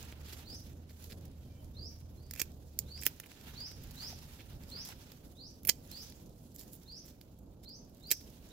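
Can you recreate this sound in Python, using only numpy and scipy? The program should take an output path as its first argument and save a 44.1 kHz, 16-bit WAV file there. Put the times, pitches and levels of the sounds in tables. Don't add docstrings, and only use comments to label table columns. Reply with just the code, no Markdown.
import sys
import numpy as np
from scipy import signal
from scipy.fft import rfft, irfft
from scipy.io import wavfile
from scipy.ndimage import uniform_filter1d

SR = 44100
rng = np.random.default_rng(int(sys.argv[2]) if len(sys.argv) > 2 else 0)


def master(y):
    cut = np.clip(np.atleast_2d(y).T, -1, 1)
    pcm = np.round(cut * 32767)
    wavfile.write(sys.argv[1], SR, pcm.astype(np.int16))


N = 375732

# start_s, length_s, treble_db, body_over_treble_db, middle_over_treble_db
CUTS = [(2.3104, 0.00081, -36, -10.5, -2.5), (2.3344, .0051, -45.5, -9, -6), (2.352, .0017, -52, -4, 0),
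        (2.36, 0.0024, -50, -1, -1), (2.369, 0.025, -59, 0.5, -3), (2.3949, .0038, -38, -5, 0),
        (2.398, 0.0055, -40, -2, 4), (2.4153, 0.0028, -30, -3.5, -2.5), (2.4184, 0.003, -38, -18, -19),
        (2.789, 0.0014, -25.5, -23.5, -5), (2.976, 0.0018, -70.5, 17, 16.5),
        (3.021, 0.0048, -53.5, 3.5, 4.5), (3.0333, 0.0019, -39, -7.5, -6.5),
        (3.051, 0.011, -42.5, -12, -4.5), (3.0648, 0.0012, -17, -8.5, -11.5),
        (3.067, 0.013, -49, -12, -1.5), (3.1987, 0.0036, -45, -4.5, -5.5), (3.232, 0.01, -67, 10, -6),
        (3.259, 0.004, -59, 2, -5), (3.3155, 0.0022, -60.5, 6, 2.5), (5.632, .002, -54, -25, -9),
        (5.649, .003, -39.5, -9.5, -10), (5.657, .0012, -45, -21.5, -15),
        (5.6716, 0.0019, -28.5, -22.5, -21.5), (5.675, 0.0023, -29.5, -18.5, -16.5),
        (5.6835, 0.0015, -32.5, -12, -14), (5.686, .004, -39, -3, -8), (5.6903, 0.0034, -23, -6, -2.5),
        (5.694, 0.0032, -26, -6, 5.5), (5.698, .0054, -43, -6, -3.5), (8.0705, 0.0022, -53, -26, -12.5),
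        (8.104, 0.0057, -41, -5.5, 1), (8.1136, .0015, -20, -11, -3), (8.1159, 0.0065, -30, -9.5, -2),
        (8.122, 0.014, -47, -6, 0)]
# start_s, length_s, treble_db, body_over_treble_db
LEAF_FLICKS = [(.123, 0.0044, -65, 11.5), (0.262, 0.03, -68, 1), (.318, 0.024, -59.5, -1.5),
               (.38, 0.034, -68.5, 0), (.528, .004, -64, -2), (0.891, 0.022, -71, 0),
               (1.04, 0.0041, -53.5, -14), (1.098, 0.032, -62, 1), (1.252, 0.0072, -61, -16),
               (2.999, 0.043, -54, -20), (3.409, .005, -65, -2), (3.714, 0.0051, -60.5, 0),
               (3.834, 0.0068, -58, -19), (3.908, .004, -56, -12), (4.121, 0.0057, -64, -1),
               (4.386, 0.028, -79.5, 19), (4.634, 0.003, -59.5, -4), (4.847, 0.017, -53.5, -13),
               (4.863, 0.048, -59, -9.5), (5.114, .0085, -59, -9), (5.912, 0.0056, -50.5, -12.5),
               (6.119, .0065, -64, -3.5), (6.542, 0.019, -60, -26), (6.5605, 0.0037, -51, -19.5),
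               (6.571, 0.064, -58, -15), (6.71, 0.05, -58, -27), (7.042, .064, -64.5, -13),
               (7.2093, 0.0044, -59.5, -4.5), (7.387, .0063, -67, -24.5), (7.625, 0.025, -65.5, -10.5),
               (7.688, .0094, -63, -16), (8.208, 0.0069, -72, 4.5)]
# pitch_hz, width_hz, gain_db
STEM_KNOCK = [(231, 165, 0.5), (430, 280, 0.5), (753, 640, -9.5)]
CRACK_BODY = [(1678, 1340, -1), (2610, 1430, 3)]
CRACK_MIDDLE = [(3120, 960, 1), (4126, 510, 4), (4930, 1400, -1), (6970, 510, 3), (7940, 960, 1.5)]
CRACK_TREBLE = [(11310, 2950, -1.6), (12800, 3270, 0.65), (14400, 2130, -1)]
# pitch_hz, gain_db, rough_ring_time_s
BLADE_RINGS = [(3630, -4, .02), (6430, -9.5, .03), (12100, -12.5, 0.034)]
# start_s, level_db, pitch_hz
POD_TAPS = [(0.123, -55, 589), (0.525, -43, 452), (4.128, -37.5, 710), (4.749, -41, 474), (4.89, -41, 790)]
# pitch_hz, level_db
LEAF_COLOUR = [(530, -29), (900, -3.5), (968, -11.5), (1500, -7), (1720, -8), (2080, -10), (3350, -6),
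               (7040, -5), (8660, -11.5), (12900, -5), (15700, -7), (16500, -27)]
# time_s, treble_db, body_db
LEAF_STIR = [(0, -93.5, -61), (.45, -81.5, -75.5), (1.44, -73.5, -76.5), (2.61, -73.5, -80.5),
             (3.3, -67, -68), (4.6, -67.5, -69), (5.1, -67, -68.5), (5.4, -73, -80.5), (6.359, -72.5, -84),
             (6.999, -71, -75), (7.501, -79.5, -84.5), (8.52, -67.5, -73.5)]
# start_s, hold_s, treble_db, body_db
ARM_BRUSHES = [(0, 0.025, -60, -69), (0.318, 0.025, -59.5, -61.5), (0.54, 0.1, -64, -72.5),
               (1.03, 0.032, -62.5, -68), (2.403, 0.019, -68, -70.5), (2.99, 0.021, -67, -66.5),
               (3.473, 0.14, -64.5, -63), (4.028, 0.018, -57.5, -58.5), (4.297, 0.038, -64.5, -65),
               (4.76, 0.14, -68, -64.5), (5.935, 0.13, -61, -66), (6.587, 0.19, -70.5, -82),
               (8.212, 0.037, -68.5, -81)]
# time_s, pitch_hz, level_db
WHISTLE_SHAPE = [(0, 3400, -27), (.014, 3650, -14), (.03, 3950, -7), (.065, 4550, 0), (.1, 5050, 1),
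                 (.116, 5400, 1.5), (.127, 5800, 0), (.137, 6150, -2), (.15, 6300, -9)]
# start_s, level_db, length_factor, pitch_factor, early_lift_hz
NEAR_WHISTLES = [(.427, -55, 1, 1, 200), (1.735, -54, 1.08, .98, 250), (2.845, -56, 1.12, .94, 300),
                 (3.535, -50, 1.01, .97, 400), (3.945, -50, 1.05, 1, 100), (4.685, -49, 1.04, 1, 200),
                 (5.345, -56, .99, .98, 0), (5.885, -53, 1.05, 1, 100), (6.845, -55, 1.04, 1, 150),
                 (7.622, -56, 1.02, 1.01, 50), (8.007, -53, 1.03, 1, 150), (8.485, -56, 1.03, 1, 0)]
# start_s, length_s, first_hz, last_hz, level_db
FAR_WHISTLES = [(1.48, .14, 2400, 2270, -83), (1.44, .2, 3150, 3050, -83), (1.905, .05, 2300, 2250, -83),
                (2.17, .09, 4100, 5050, -75), (2.25, .05, 4500, 4850, -76)]
# time_s, pitch_hz, level_db
ENGINE_HUM = [(0.0, 72.2, -51.5), (0.53, 80.1, -57), (1.8, 80.1, -52.5), (2.45, 82, -56), (2.56, 73.8, -57),
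              (3.01, 75.1, -51.5), (3.2, 81.4, -80)]
# time_s, level_db
RUMBLE_SWELL = [(0, -52.5), (.8, -55), (1.349, -53), (1.661, -52), (2.68, -53.5), (3.13, -53.5),
                (3.279, -59), (3.58, -52.5), (4.861, -53), (5.1, -56), (6.36, -57.5), (8.52, -57.5)]
# pitch_hz, level_db
RUMBLE_COLOUR = [(12, -49.5), (20, -21), (54, 4), (133, -1.5), (178, -4), (255, -3.5), (347, -11.5),
                 (526, -14), (1400, -34), (1500, -35), (1950, -58.5), (3300, -120)]
# pitch_hz, likeness (1 is fully alike)
EAR_LIKENESS = [(30, 0.89), (180, 0.99), (330, 0.9), (640, 0.48), (1400, 0.28), (4000, -0.13)]
# pitch_hz, left_over_right_db
EAR_BALANCE = [(40, -5), (150, -0.5), (300, -2), (600, -7.5), (1300, 1), (2400, -6), (15000, -5.5)]


def crack(length, treble_db, body_db, middle_db, centre_hz, pan_db, ring_db, grain_db, knock_db):
    t, hz = np.arange(4096) / SR, np.fft.rfftfreq(4096, 1 / SR)
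    rise = np.clip(t / (0.37 * length), 0, 1)
    fall = amp(-6.1 * t / length - 60 * np.maximum(t - length, 0) / (.002 + .8 * length))
    common, left, right, grain = rng.standard_normal((4, 4096))
    snaps = amp(grain_db * unit_level(uniform_filter1d(grain, size=15))) * rise * fall
    alike = np.clip(1.1 - hz / 9000, .35, .9)
    apart = rfft(np.array([left, right]) * snaps)
    spectrum = alike * rfft(common * snaps) + np.sqrt(1 - alike ** 2) * apart
    spectrum *= amp(np.outer([.5, -.5], pan_db * np.clip(hz / 5000, .35, 1.05)))
    blades = amp(ring_db) * resonances([(f, 2.9 / ring_s, db) for f, db, ring_s in BLADE_RINGS], hz)
    favoured = resonances([(centre_hz, 0.26 * centre_hz, 0)], hz)
    knock = resonances(STEM_KNOCK, hz)
    body = resonances(CRACK_BODY, hz) ** 2
    middle = (resonances(CRACK_MIDDLE, hz) ** 2 + blades) * favoured
    treble = resonances(CRACK_TREBLE, hz) ** 2
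    parts = [irfft(spectrum * colour) for colour in (knock, body, middle, treble)]
    gains = amp(treble_db + np.array([body_db + knock_db, body_db, middle_db, 0]))
    return sum(gain * part * np.sqrt(length * SR / (part.mean(0) ** 2).sum())
               for gain, part in zip(gains, parts))


def shear_cuts():
    out = np.zeros((2, N))
    for start, *cut in CUTS:
        add(out, start, crack(*cut, centre_hz=5700, pan_db=-9, ring_db=4, grain_db=3, knock_db=-10))
    return out


def leaf_flicks():
    out = np.zeros((2, N))
    for start, length, treble_db, body_db in LEAF_FLICKS:
        middle_db = 3.5 + 0.42 * body_db
        centre_hz = 4640 - 64 * body_db
        add(out, start, crack(length, treble_db, body_db, middle_db, centre_hz,
                              pan_db=-7, ring_db=-17, grain_db=8, knock_db=1))
    return out


def pod_taps(fade_s=0.017, rise_s=0.0026):
    out, t = np.zeros(N), np.arange(2000) / SR
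    for start, db, hz in POD_TAPS:
        loudness = amp(db - 60 * t / fade_s) * np.minimum(t / rise_s, 1)
        add(out, start, loudness * np.sin(2 * np.pi * hz * t))
    return out * amp([[-2.4], [2.4]])


def leaf_levels(t, rise_db_per_s=92.5, fall_db_per_s=78.5):
    times, *stir_db = np.transpose(LEAF_STIR)
    power = amp([2 * np.interp(t, times, db) for db in stir_db])
    for start, hold, *peak_db in ARM_BRUSHES:
        before_db = rise_db_per_s * np.maximum(start - t, 0)
        after_db = fall_db_per_s * np.maximum(t - start - hold, 0)
        power += amp(2 * (np.array(peak_db)[:, None] - before_db - after_db))
    return 10 * np.log10(power)


def leaf_rustle(patchy_db=1.5, flicker_db=2.0, tick_db=4.0):
    hz, t = np.fft.rfftfreq(256, 1 / SR), np.arange(N // 64 + 5) * 64 / SR
    treble_db, body_db = leaf_levels(t)
    colour_db = look_up(LEAF_COLOUR, hz)
    power = amp(2 * colour_db)
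    treble_db -= 10 * np.log10(power[hz > 7000].sum())
    body_db -= 10 * np.log10(power[(hz > 1200) & (hz < 3200)].sum())
    treble_share = np.clip(np.log(hz / 2500 + 1e-9) / np.log(7000 / 2500), 0, 1)[:, None]
    patches = uniform_filter1d(rng.standard_normal((len(t), len(hz))).T, size=14, axis=0)
    patches = unit_level(uniform_filter1d(patches, size=30, axis=1))
    flicker = unit_level(uniform_filter1d(rng.standard_normal(len(t)), size=12))
    ticks = np.clip(np.log(.06 / (rng.random(len(t)) + 1e-4)), 0, 3) * treble_share
    smooth_db = colour_db[:, None] + treble_share * treble_db + (1 - treble_share) * body_db
    texture_db = patchy_db * patches + flicker_db * flicker + tick_db * ticks
    return amp(1.45) * surrounding_noise(smooth_db + texture_db, hz, size=256)


def whistle(t, hz, db):
    level_flutter, pitch_flutter = wobble(rng.standard_normal((len(t), 2)).T, size=110)
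    cycles = np.cumsum(hz * (1 + .008 * pitch_flutter)) / SR
    overtone = amp(-33) * np.sin(6 * np.pi * cycles) * (hz < 5300)
    tone = np.sin(2 * np.pi * cycles) + overtone
    return amp(db + 3 * level_flutter) * tone * signal.windows.tukey(len(t), .15)


def birds(lift_s=.11):
    out = np.zeros(N)
    times, shape_hz, shape_db = np.transpose(WHISTLE_SHAPE)
    for start, db, stretch, pitch_factor, lift_hz in NEAR_WHISTLES:
        t = np.arange(0, times[-1] * stretch, 1 / SR)
        arch = np.sin(np.pi * np.minimum(t / (lift_s * stretch), 1) ** .7)
        hz = pitch_factor * np.interp(t, times * stretch, shape_hz) + lift_hz * arch
        add(out, start, whistle(t, hz, db + np.interp(t, times * stretch, shape_db)))
    for start, length, first_hz, last_hz, db in FAR_WHISTLES:
        t = np.arange(0, length, 1 / SR)
        add(out, start, whistle(t, first_hz + (last_hz - first_hz) * t / length, db))
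    return out[None]


def garden_walls(song):
    early = amp(5) * echoes(song, fade_s=.16, gap_s=.001, swell_s=.002)
    turn = 2 * np.arange(N) / SR
    late = amp(1) * sum(echoes(song * blend, fade_s=.36, gap_s=.01, swell_s=.03)
                        for blend in (np.cos(turn), np.sin(turn)))
    return (song + early + late) * amp([[-3.6], [-1.2]])


def far_engine():
    times, hz, db = np.transpose(ENGINE_HUM)
    t = np.arange(N) / SR
    waver = wobble(rng.standard_normal(N), size=2000)
    cycles = np.cumsum(np.interp(t, times, hz) * (1 + 0.02 * waver)) / SR
    loudness = np.sqrt(2) * amp(np.interp(t, times, db, right=-90))
    return loudness * np.sin(2 * np.pi * cycles) * amp([[-.8], [.8]])


def rumble():
    hz = np.fft.rfftfreq(2048, 1 / SR)
    colour = amp(look_up(RUMBLE_COLOUR, hz)) * (hz < 2500)
    frames = np.zeros(N // 512 + 5)
    bands_db = [20 * np.log10(colour * band + 1e-9)[:, None] + frames for band in (hz < 160, hz >= 160)]
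    deep, upper = [unit_level(surrounding_noise(db, hz, size=2048)) for db in bands_db]
    lumps = wobble(rng.standard_normal(N), size=3000)
    deep_db = np.interp(np.arange(N) / SR, *np.transpose(RUMBLE_SWELL))
    upper_db = -59 + 0.11 * (deep_db - deep_db.mean())
    return deep * amp(deep_db + 1.4 * lumps) + upper * amp(upper_db + 1.6 * lumps)


def echoes(sound, fade_s, gap_s, swell_s):
    t = np.arange(SR // 2) / SR
    bounces = rng.choice([-1., 1.], (len(t), 2)).T * (rng.random((len(t), 2)).T < .05)
    bounces *= amp(-60 * t / fade_s) * np.clip((t - gap_s) / swell_s, 0, 1)
    return signal.oaconvolve(sound, bounces / np.linalg.norm(bounces[0]), axes=1)[:, :N]


def surrounding_noise(levels_db, hz, size):
    a, b, c, d = rng.standard_normal(levels_db.T.shape + (4,)).T
    common, apart = a + 1j * b, c + 1j * d
    alike = np.clip(look_up(EAR_LIKENESS, hz), -1, 1)[:, None]
    lean = amp(look_up(EAR_BALANCE, hz)[:, None] / 2)
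    delay = np.exp(-2j * np.pi * hz[:, None] * .00015)
    left = common * delay * lean
    right = (alike * common + np.sqrt(1 - alike ** 2) * apart) / lean
    spectrum = np.array([left, right]) * amp(levels_db)
    return signal.istft(spectrum, nperseg=size, noverlap=size * 3 // 4)[1][:, :N]


def resonances(peaks, hz):
    return sum(amp(db) * 1j * hz * width / (pitch ** 2 - hz ** 2 + 1j * hz * width) * (-1) ** k
               for k, (pitch, width, db) in enumerate(peaks))


def amp(db):
    return 10 ** (np.asarray(db) / 20)


def unit_level(x):
    return x / np.sqrt(np.mean(x ** 2) + 1e-20)


def wobble(noise, size):
    return unit_level(uniform_filter1d(uniform_filter1d(noise, size), size))


def look_up(table, hz):
    pitches, values = np.transpose(table)
    return np.interp(np.log(hz + 1), np.log(pitches + 1), values)


def add(mix, start_s, sound):
    part = mix[..., round(start_s * SR):][..., :sound.shape[-1]]
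    part += sound[..., :part.shape[-1]]


def scene():
    song = birds()
    cracks = shear_cuts() + leaf_flicks()
    early = amp(-9.5) * echoes(cracks, fade_s=.065, gap_s=.00068, swell_s=.0013)
    late = amp(-33) * echoes(cracks, fade_s=.4, gap_s=.01, swell_s=.0093)
    return cracks + early + late + garden_walls(song) + pod_taps() + leaf_rustle() + rumble() + far_engine()


def record(dry):
    low_pass = signal.firwin(255, 15900, window=("kaiser", 7), fs=SR)
    return signal.oaconvolve(dry, low_pass[None], "same")


dry = scene()
out = record(dry)
master(out)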